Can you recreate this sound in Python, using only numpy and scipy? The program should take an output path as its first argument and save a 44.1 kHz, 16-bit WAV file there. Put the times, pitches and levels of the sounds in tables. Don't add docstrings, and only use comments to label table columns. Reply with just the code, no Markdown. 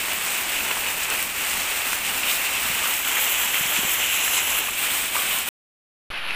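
import sys
import numpy as np
from scipy import signal
from scipy.fft import rfft, irfft, next_fast_len
from scipy.io import wavfile
from scipy.ndimage import uniform_filter1d

SR = 44100
rng = np.random.default_rng(int(sys.argv[2]) if len(sys.argv) > 2 else 0)


def master(y):
    cut = np.clip(np.atleast_2d(y).T, -1, 1)
    pcm = np.round(cut * 32767)
    wavfile.write(sys.argv[1], SR, pcm.astype(np.int16))


def natural_amplitude(level_db):
    exponent = np.asarray(level_db, float) / 20
    return 10 ** exponent


N = 280299
T = np.arange(N) / SR

SPLITS_HZ = (300, 1800, 4200, 9500)
ZONE_HZ = (80, 900, 2700, 7500, 13000)
GARDEN_DB, YARD_DB = (-48, -33.5, -27.5, -31, -26.5), (-51.5, -37, -30.5, -48, -51.5)
EXPOSURE_SHARE, LULL_SHARE = (-.3, 0.19, 1.01, 0.54, .91), (.2, 1.2, 1.1, .99, 1.01)
# (flicker [dB], small drops [dB], big drops [dB], spikes [dB])
ZONE_WATER = [(0.71, -28.5, -29, -32.5), (0.41, -8, -12.5, -14.0), (0.47, -5.5, -9.5, -17.5),
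              (0.46, -9.5, -7, -13.5), (1.1, -0.5, -7, -11.5)]
# (frequency [Hz], density [dB/Hz])
GARDEN_BODY = [(15, -42), (25, -14.5), (44, -14.5), (86, -12), (115, -22), (140, -17.5), (212, -13),
               (431, -11), (912, -5.5), (1820, -4.5), (2200, -0.5), (2860, -24), (4840, -120)]
# (frequency [Hz], density [dB/Hz])
GARDEN_PORT = [
    [(820, -35), (1400, -1.5), (1660, -6), (2650, 1), (3020, -3), (3250, -5.5), (4700, -14), (6110, -42.5),
     (10300, -120)],
    [(820, -38), (1400, -1.5), (1830, -6.5), (2800, -1.5), (3200, -4), (4290, -19.5), (4700, -18),
     (6110, -48), (10300, -120)],
    [(820, -39), (1400, -3), (1800, -8.5), (2410, 0), (2920, 1.5), (4700, -20.5), (6110, -49),
     (10300, -120)],
    [(820, -37), (1400, -1.5), (1620, -7), (2120, -4.5), (2310, -1), (3010, -2.5), (4700, -14.5),
     (6110, -44), (10300, -120)],
]
# (frequency [Hz], density [dB/Hz])
GARDEN_TREBLE = [
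    [(2350, -35), (4000, -5), (4820, -7.5), (6390, -6.5), (8190, -0.5), (9810, -6), (11700, -4), (15300, 1)],
    [(2350, -38), (4000, -1.5), (4790, -9), (7740, 3), (9220, -7), (13200, -2), (15300, -3)],
    [(2350, -36), (4000, -2), (4480, -13), (4900, -11), (6210, -5.5), (7650, 0.5), (9060, -10.5),
     (10700, -4.5), (12900, -6), (15300, -6)],
    [(2350, -36), (4000, -6), (4400, -11.5), (4870, -10.5), (6500, -9), (8190, -1), (9750, -6.5),
     (11600, -4), (15300, 1.5)],
]
# (frequency [Hz], density [dB/Hz])
YARD_BODY = [(24, -47), (40, -20), (309, -20), (348, -13), (1430, -2), (1960, -7.5), (2540, -2),
             (4400, -17), (5720, -46), (9680, -120)]
# (frequency [Hz], density [dB/Hz])
YARD_TREBLE = [(2350, -32), (4000, -11), (4300, -3), (4980, -10), (6800, -25), (8610, -29), (9640, -19.5),
               (10900, -19), (12400, -27), (13200, -36), (15400, -41.5)]
# (time [s], aim [index])
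AIM = [(2.7, 0), (3.2, 1), (3.9, 1), (4.2, 2), (4.55, 2), (4.8, 3)]
# (time [s], level [dB])
EXPOSURE = [(0, -2), (.9, -1.5), (2.1, -1), (2.7, .5), (3.2, 1.6), (4.4, 0.5), (4.6, 1), (5.0, -0.3),
            (5.5, 0.5), (6.1, -5.5), (6.15, -2.5), (6.27, -0.5), (6.36, 1)]
# (deepest time [s], depth [dB], sinking time [s])
LULLS = [(0.991, 2, 0.051), (1.065, 1.8, 0.01), (1.273, 3.1, 0.027), (1.337, 4.3, 0.019), (2.041, 2, 0.076),
         (2.96, 2, 0.01), (3.029, 2.5, 0.045), (3.515, 1.3, 0.01), (4.117, 2, 0.042), (4.63, 0, 0.018),
         (4.755, 4, 0.081), (5.099, 3, 0.046), (5.447, 5, 0.026)]
# (peak time [s], rise [dB], centre [Hz], decay [s])
SURGES = [(0.322, 2.2, 4700.0, 0.037), (0.568, 2.5, 3400.0, 0.013), (0.719, 4.5, 1300.0, 0.01),
          (1.045, 4.5, 4400.0, 0.01), (1.123, 5, 1300.0, 0.016), (1.243, 3.5, 16400.0, 0.018),
          (1.53, 2.5, 6000.0, 0.055), (1.713, 2, 2200.0, 0.01), (1.945, 3, 8100.0, 0.011),
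          (2.091, 4, 4700.0, 0.01), (2.294, 3.5, 2100.0, 0.024), (2.33, 6, 11900.0, 0.027),
          (2.873, 0, 700.0, 0.025), (2.969, 5.0, 16400.0, 0.027), (3.188, 2.5, 1500.0, 0.01),
          (3.21, 2.5, 16400.0, 0.12), (3.456, 1.5, 6200.0, 0.012), (3.567, 1.5, 3900.0, 0.01),
          (3.773, 2.9, 6200.0, 0.019), (3.921, 3, 16400.0, 0.03), (4.053, 4.5, 3900.0, 0.12),
          (4.255, 3, 7400.0, 0.071), (4.388, 6.5, 5300.0, 0.013), (4.584, 2.4, 16400.0, 0.014),
          (4.846, 4, 14200.0, 0.013), (4.95, 3.5, 8800.0, 0.096), (5.183, 3.4, 10000.0, 0.024),
          (5.27, 2.2, 15600.0, 0.12), (5.41, 0.5, 16400.0, 0.12)]
# (peak time [s], rise [dB], centre [Hz], decay [s])
YARD_SURGES = [
    (6.125, 5, 14000, .015),
    (6.185, 2.5, 5000, .01),
    (6.3, 3, 13000, .02),
    (6.34, 3, 12000, .02),
]
# (peak time [s], rise [dB], centre [Hz], decay [s])
GRIPS = [(.5, 2, 70, 0.43), (1.55, 2.5, 70, .1), (2.12, 4, 70, 0.056), (2.55, 4, 70, 0.19),
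         (3.95, 0, 69.9, 1.4)]
# (time [s], peak [dB], pitch [Hz])
TICKS = [(0.1201, -21, 14700), (0.3047, -10.5, 8170), (1.1024, -6, 8450), (1.2271, -4, 13500),
         (1.3643, -17, 8490), (1.4995, -16, 8300), (1.7908, -17, 14900), (1.932, -12, 14900),
         (2.0792, -24.5, 7800), (2.1824, -16, 7850), (2.2957, -17, 8350), (2.4189, -9.5, 14200),
         (2.9387, -16.5, 8490), (3.5473, -7, 13400), (3.6641, -11, 7660), (3.7404, -17, 7780),
         (3.8955, -10, 13300), (3.9429, -18, 7320), (4.145, -11, 7520), (4.57, -11.5, 13100),
         (4.7795, -17, 8270), (4.9147, -10, 8500), (5.2664, -13, 8700), (5.3303, -15, 8380),
         (5.3867, -8, 8450)]
# (time [s], peak [dB], pitch [Hz])
SPLATS = [(0.533, -14, 2550), (0.564, -15.5, 2650), (0.606, -13.5, 2510), (0.714, -12, 2730),
          (0.859, -15, 2400), (0.875, -19, 2430), (0.886, -13, 2550), (1.9315, -15, 2320),
          (2.234, -10, 2600), (2.2862, -13.5, 2920), (2.3094, -13, 2850), (2.3252, -17, 2335),
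          (3.1694, -13, 2130), (3.5438, -10.5, 2050), (3.7649, -11, 2420), (4.336, -20, 2410),
          (4.3424, -17, 2880), (4.3695, -12, 2780), (4.3734, -15.5, 2644), (4.3785, -19, 3070),
          (4.3904, -20, 2880), (4.3974, -19, 2860), (4.4034, -23, 2725), (4.672, -14, 2600),
          (4.69, -14, 2510), (5.1572, -12.5, 2260), (5.4144, -27, 2460), (6.2886, -15, 2630),
          (6.299, -17.5, 2440), (6.3073, -12.5, 2570)]
# (time [s], peak [dB], pitch [Hz])
SPRAY = [(2.2838, -25, 3550), (2.2968, -19, 3600), (2.3028, -20, 3850), (2.3143, -15.5, 3740),
         (2.3427, -24, 3520), (2.3706, -21, 3810)]
# (time [s], peak [dB], start pitch [Hz])
BUBBLES = [(0.708, -23.5, 1060), (0.744, -34, 1510), (0.769, -24, 1010), (0.785, -26, 1090),
           (1.119, -25, 1560), (1.149, -25.5, 1700), (1.93, -17, 1410), (2.84, -20, 1160),
           (2.857, -18, 1440), (2.869, -20.5, 1300), (2.884, -22.5, 1268), (3.07, -22, 1430),
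           (4.278, -16.5, 1730), (4.379, -23.5, 966), (4.575, -23, 1390), (4.556, -29, 1240),
           (4.685, -23, 1150), (4.853, -34, 1320), (5.1535, -19, 964), (5.165, -16, 1180),
           (5.175, -24, 1110), (5.189, -23, 1090)]
# (time [s], peak [dB], pitch [Hz])
THUDS = [(2.559, -48, 178), (2.699, -33, 167), (3.608, -32, 165), (3.654, -35.5, 169.6), (3.780, -33, 330),
         (3.7885, -27.5, 216), (3.833, -28, 380), (3.847, -32, 190)]
# (start [s], end [s])
SHOTS = [
    (0, 5.4888),
    (6.1022, 6.3567),
]
# (time [s], low edge [Hz], high edge [Hz], level [dB])
SIDE_BLIPS = [(.449, 5700, 7000, -47), (.449, 12400, 14700, -42), (.89, 5160, 7800, -40),
              (.89, 11600, 13400, -45), (1.913, 11700, 14700, -39), (4.003, 6200, 8600, -37)]


def unit(x):
    return x / np.sqrt(np.mean(x ** 2))


def shaped(x, gain_at):
    size = next_fast_len(len(x))
    hz = np.arange(1, size // 2 + 2) * SR / size
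    return irfft(rfft(x, size) * gain_at(hz), size)[:len(x)]


def walk(rate_hz):
    hold = int(SR / rate_hz)
    steps = np.repeat(rng.standard_normal(N // hold + 1), hold)
    level = uniform_filter1d(uniform_filter1d(steps, hold), hold)[:N]
    return unit(level - uniform_filter1d(level, size=4 * hold))


def hump(x, rise, fall):
    return np.exp(-.5 * (x / np.where(x < 0, rise, fall)) ** 2)


def impacts(rate_hz, spread_db, limit):
    size = np.minimum(rng.exponential(size=N), limit)
    return (rng.random(N) < rate_hz / SR) * natural_amplitude(spread_db * size)


def drops(rate_hz, spread_db, tail_s):
    hit_power = impacts(rate_hz, 2 * spread_db, 3.5)
    power = signal.lfilter([1], [1, -np.exp(-1 / (tail_s * SR))], hit_power)
    return unit(np.sqrt(power) * rng.standard_normal(N))


def clicks(rate_hz, spread_db):
    hit = impacts(rate_hz, spread_db, 3)
    return unit(uniform_filter1d(hit * rng.choice([-1., 1.], N), size=2))


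def downpour():
    big = drops(260, spread_db=2.0, tail_s=0.0017)
    spikes = clicks(500, spread_db=1.5)
    gouts = walk(25)
    water = []
    for flicker_db, small_db, big_db, spike_db in ZONE_WATER:
        hiss = rng.standard_normal(N)
        hiss += natural_amplitude(small_db) * drops(1500, spread_db=3.0, tail_s=.0004)
        hiss += natural_amplitude(big_db) * big + natural_amplitude(spike_db) * spikes
        water.append(hiss * natural_amplitude(flicker_db * walk(30) + 0.31 * gouts))
    return np.array(water)


def flow(t, mean_db):
    recover_s, build_s, width_octaves = 0.023, .03, 0.76
    facing = np.interp(t, *np.transpose(EXPOSURE))
    lull = sum(db * hump(t - s, sink_s, recover_s) for s, db, sink_s in LULLS)
    level = np.array(mean_db)[:, None] + np.outer(EXPOSURE_SHARE, facing) - np.outer(LULL_SHARE, lull)
    for s, db, hz, die_s in [*SURGES, *YARD_SURGES, *GRIPS]:
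        octaves = np.log2(np.array(ZONE_HZ) / hz)
        reach = hump(octaves, width_octaves, width_octaves)
        level = level + np.outer(reach, db * hump(t - s, build_s, die_s))
    return natural_amplitude(level)


def below(hz, edge_hz):
    return 1 / (1 + (hz / edge_hz) ** 12)


def zone(source, colour, k):
    colour_hz, colour_db = np.transpose(colour[1:])
    edges_hz = (1e-3, *SPLITS_HZ, 1e6)

    def gain_at(hz):
        share = np.sqrt(np.abs(below(hz, edges_hz[k + 1]) - below(hz, edges_hz[k])))
        return natural_amplitude(np.interp(np.log(hz), np.log(colour_hz), colour_db)) * share

    return unit(shaped(source, gain_at))


def rain(t, mean_db, body, ports, trebles, water):
    gain = flow(t, mean_db)
    aim = np.minimum(np.interp(t, *np.transpose(AIM)), len(ports) - 1)
    facing = [np.clip(1 - abs(aim - j), 0, 1) for j in range(len(ports))]
    out = zone(water[0], body, 0) * gain[0] + zone(water[1], body, 1) * gain[1]
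    for k, colours in ((2, ports), (3, trebles), (4, trebles)):
        out += sum(w * zone(water[k], c, k) for w, c in zip(facing, colours)) * gain[k]
    return out


def garden_then_yard():
    water, cut = downpour(), int(5.7 * SR)
    garden = rain(T[:cut], GARDEN_DB, GARDEN_BODY, GARDEN_PORT, GARDEN_TREBLE, water[:, :cut])
    yard = rain(T[cut:], YARD_DB, YARD_BODY, [YARD_BODY], [YARD_TREBLE], water[:, cut:])
    return np.concatenate([garden, yard])


def grains(table, cycles, glide, rough, trim_db):
    out = np.zeros(N + SR)
    for s, db, hz in table:
        turn = np.arange(int(6 * cycles * SR / hz)) * hz / SR
        shape = (1 - np.exp(-turn / 0.31)) * np.exp(-turn / cycles)
        period = int(SR / hz)
        steps = np.repeat(rng.standard_normal(99), period)
        waver = unit(uniform_filter1d(steps, size=period))[:len(turn)]
        ring = np.sin(2 * np.pi * (turn + glide * turn ** 2 / (2 * cycles)) + rough * waver)
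        i = int(s * SR)
        out[i:i + len(turn)] += natural_amplitude(db + trim_db) * shape * ring
    return out[:N]


def near_ticks():
    return grains(TICKS, cycles=4.0, glide=-.02, rough=0.62, trim_db=-0.5)


def runoff_splats():
    splats = grains(SPLATS, cycles=3.0, glide=.03, rough=.4, trim_db=1.5)
    return splats + grains(SPRAY, cycles=5.0, glide=.03, rough=0.64, trim_db=3.0)


def plips(count, lo_hz, hi_hz, db, spread_db):
    when, pitch, size = rng.random((count, 3)).T
    peak_db = db - spread_db * np.log(.1 + size)
    return np.transpose([when * N / SR, peak_db, lo_hz * (hi_hz / lo_hz) ** pitch])


def puddle_bubbles():
    faint = plips(count=700, lo_hz=772, hi_hz=3420, db=-34.5, spread_db=5.0)
    bubbles = grains(BUBBLES, cycles=5.0, glide=0.02, rough=.5, trim_db=1.5)
    return bubbles + grains(faint, cycles=3.2, glide=0.039, rough=0.23, trim_db=-4.0)


def finger_thuds():
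    return grains(THUDS, cycles=0.77, glide=-0.026, rough=.2, trim_db=10)


def scene():
    mono = garden_then_yard() + near_ticks() + runoff_splats() + puddle_bubbles() + finger_thuds()
    return np.array([mono, mono])


def bias_settling():
    start, end, settle_s = 0.03, -0.032, 0.056
    since_s = np.maximum(T - SHOTS[1][0], 0)
    return (since_s > 0) * (end + (start - end) * np.exp(-since_s / settle_s))


def side_hiss():
    side = np.zeros(N)
    for s, lo_hz, hi_hz, db in SIDE_BLIPS:
        hiss = unit(shaped(rng.standard_normal(2048), lambda hz: (hz > lo_hz) & (hz < hi_hz)))
        i = int(s * SR) - 1024
        side[i:i + 2048] += natural_amplitude(db) * hiss * np.sqrt(np.hanning(2048))
    return np.array([side, -side])


def top_cut(x):
    return shaped(x, lambda hz: natural_amplitude(-.45 * np.maximum(hz - 15480, 0)))


def band_limit(x):
    return signal.sosfilt(signal.butter(12, 16830, fs=SR, output="sos"), x)


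def record(dry):
    on = sum(np.clip((T - start) / .0002, 0, 1) * (T < end) for start, end in SHOTS)
    dull = np.array([top_cut(x) for x in dry])
    mix = (dull + bias_settling()) * on + side_hiss()
    return band_limit(mix)


dry = scene()
out = record(dry)
master(out)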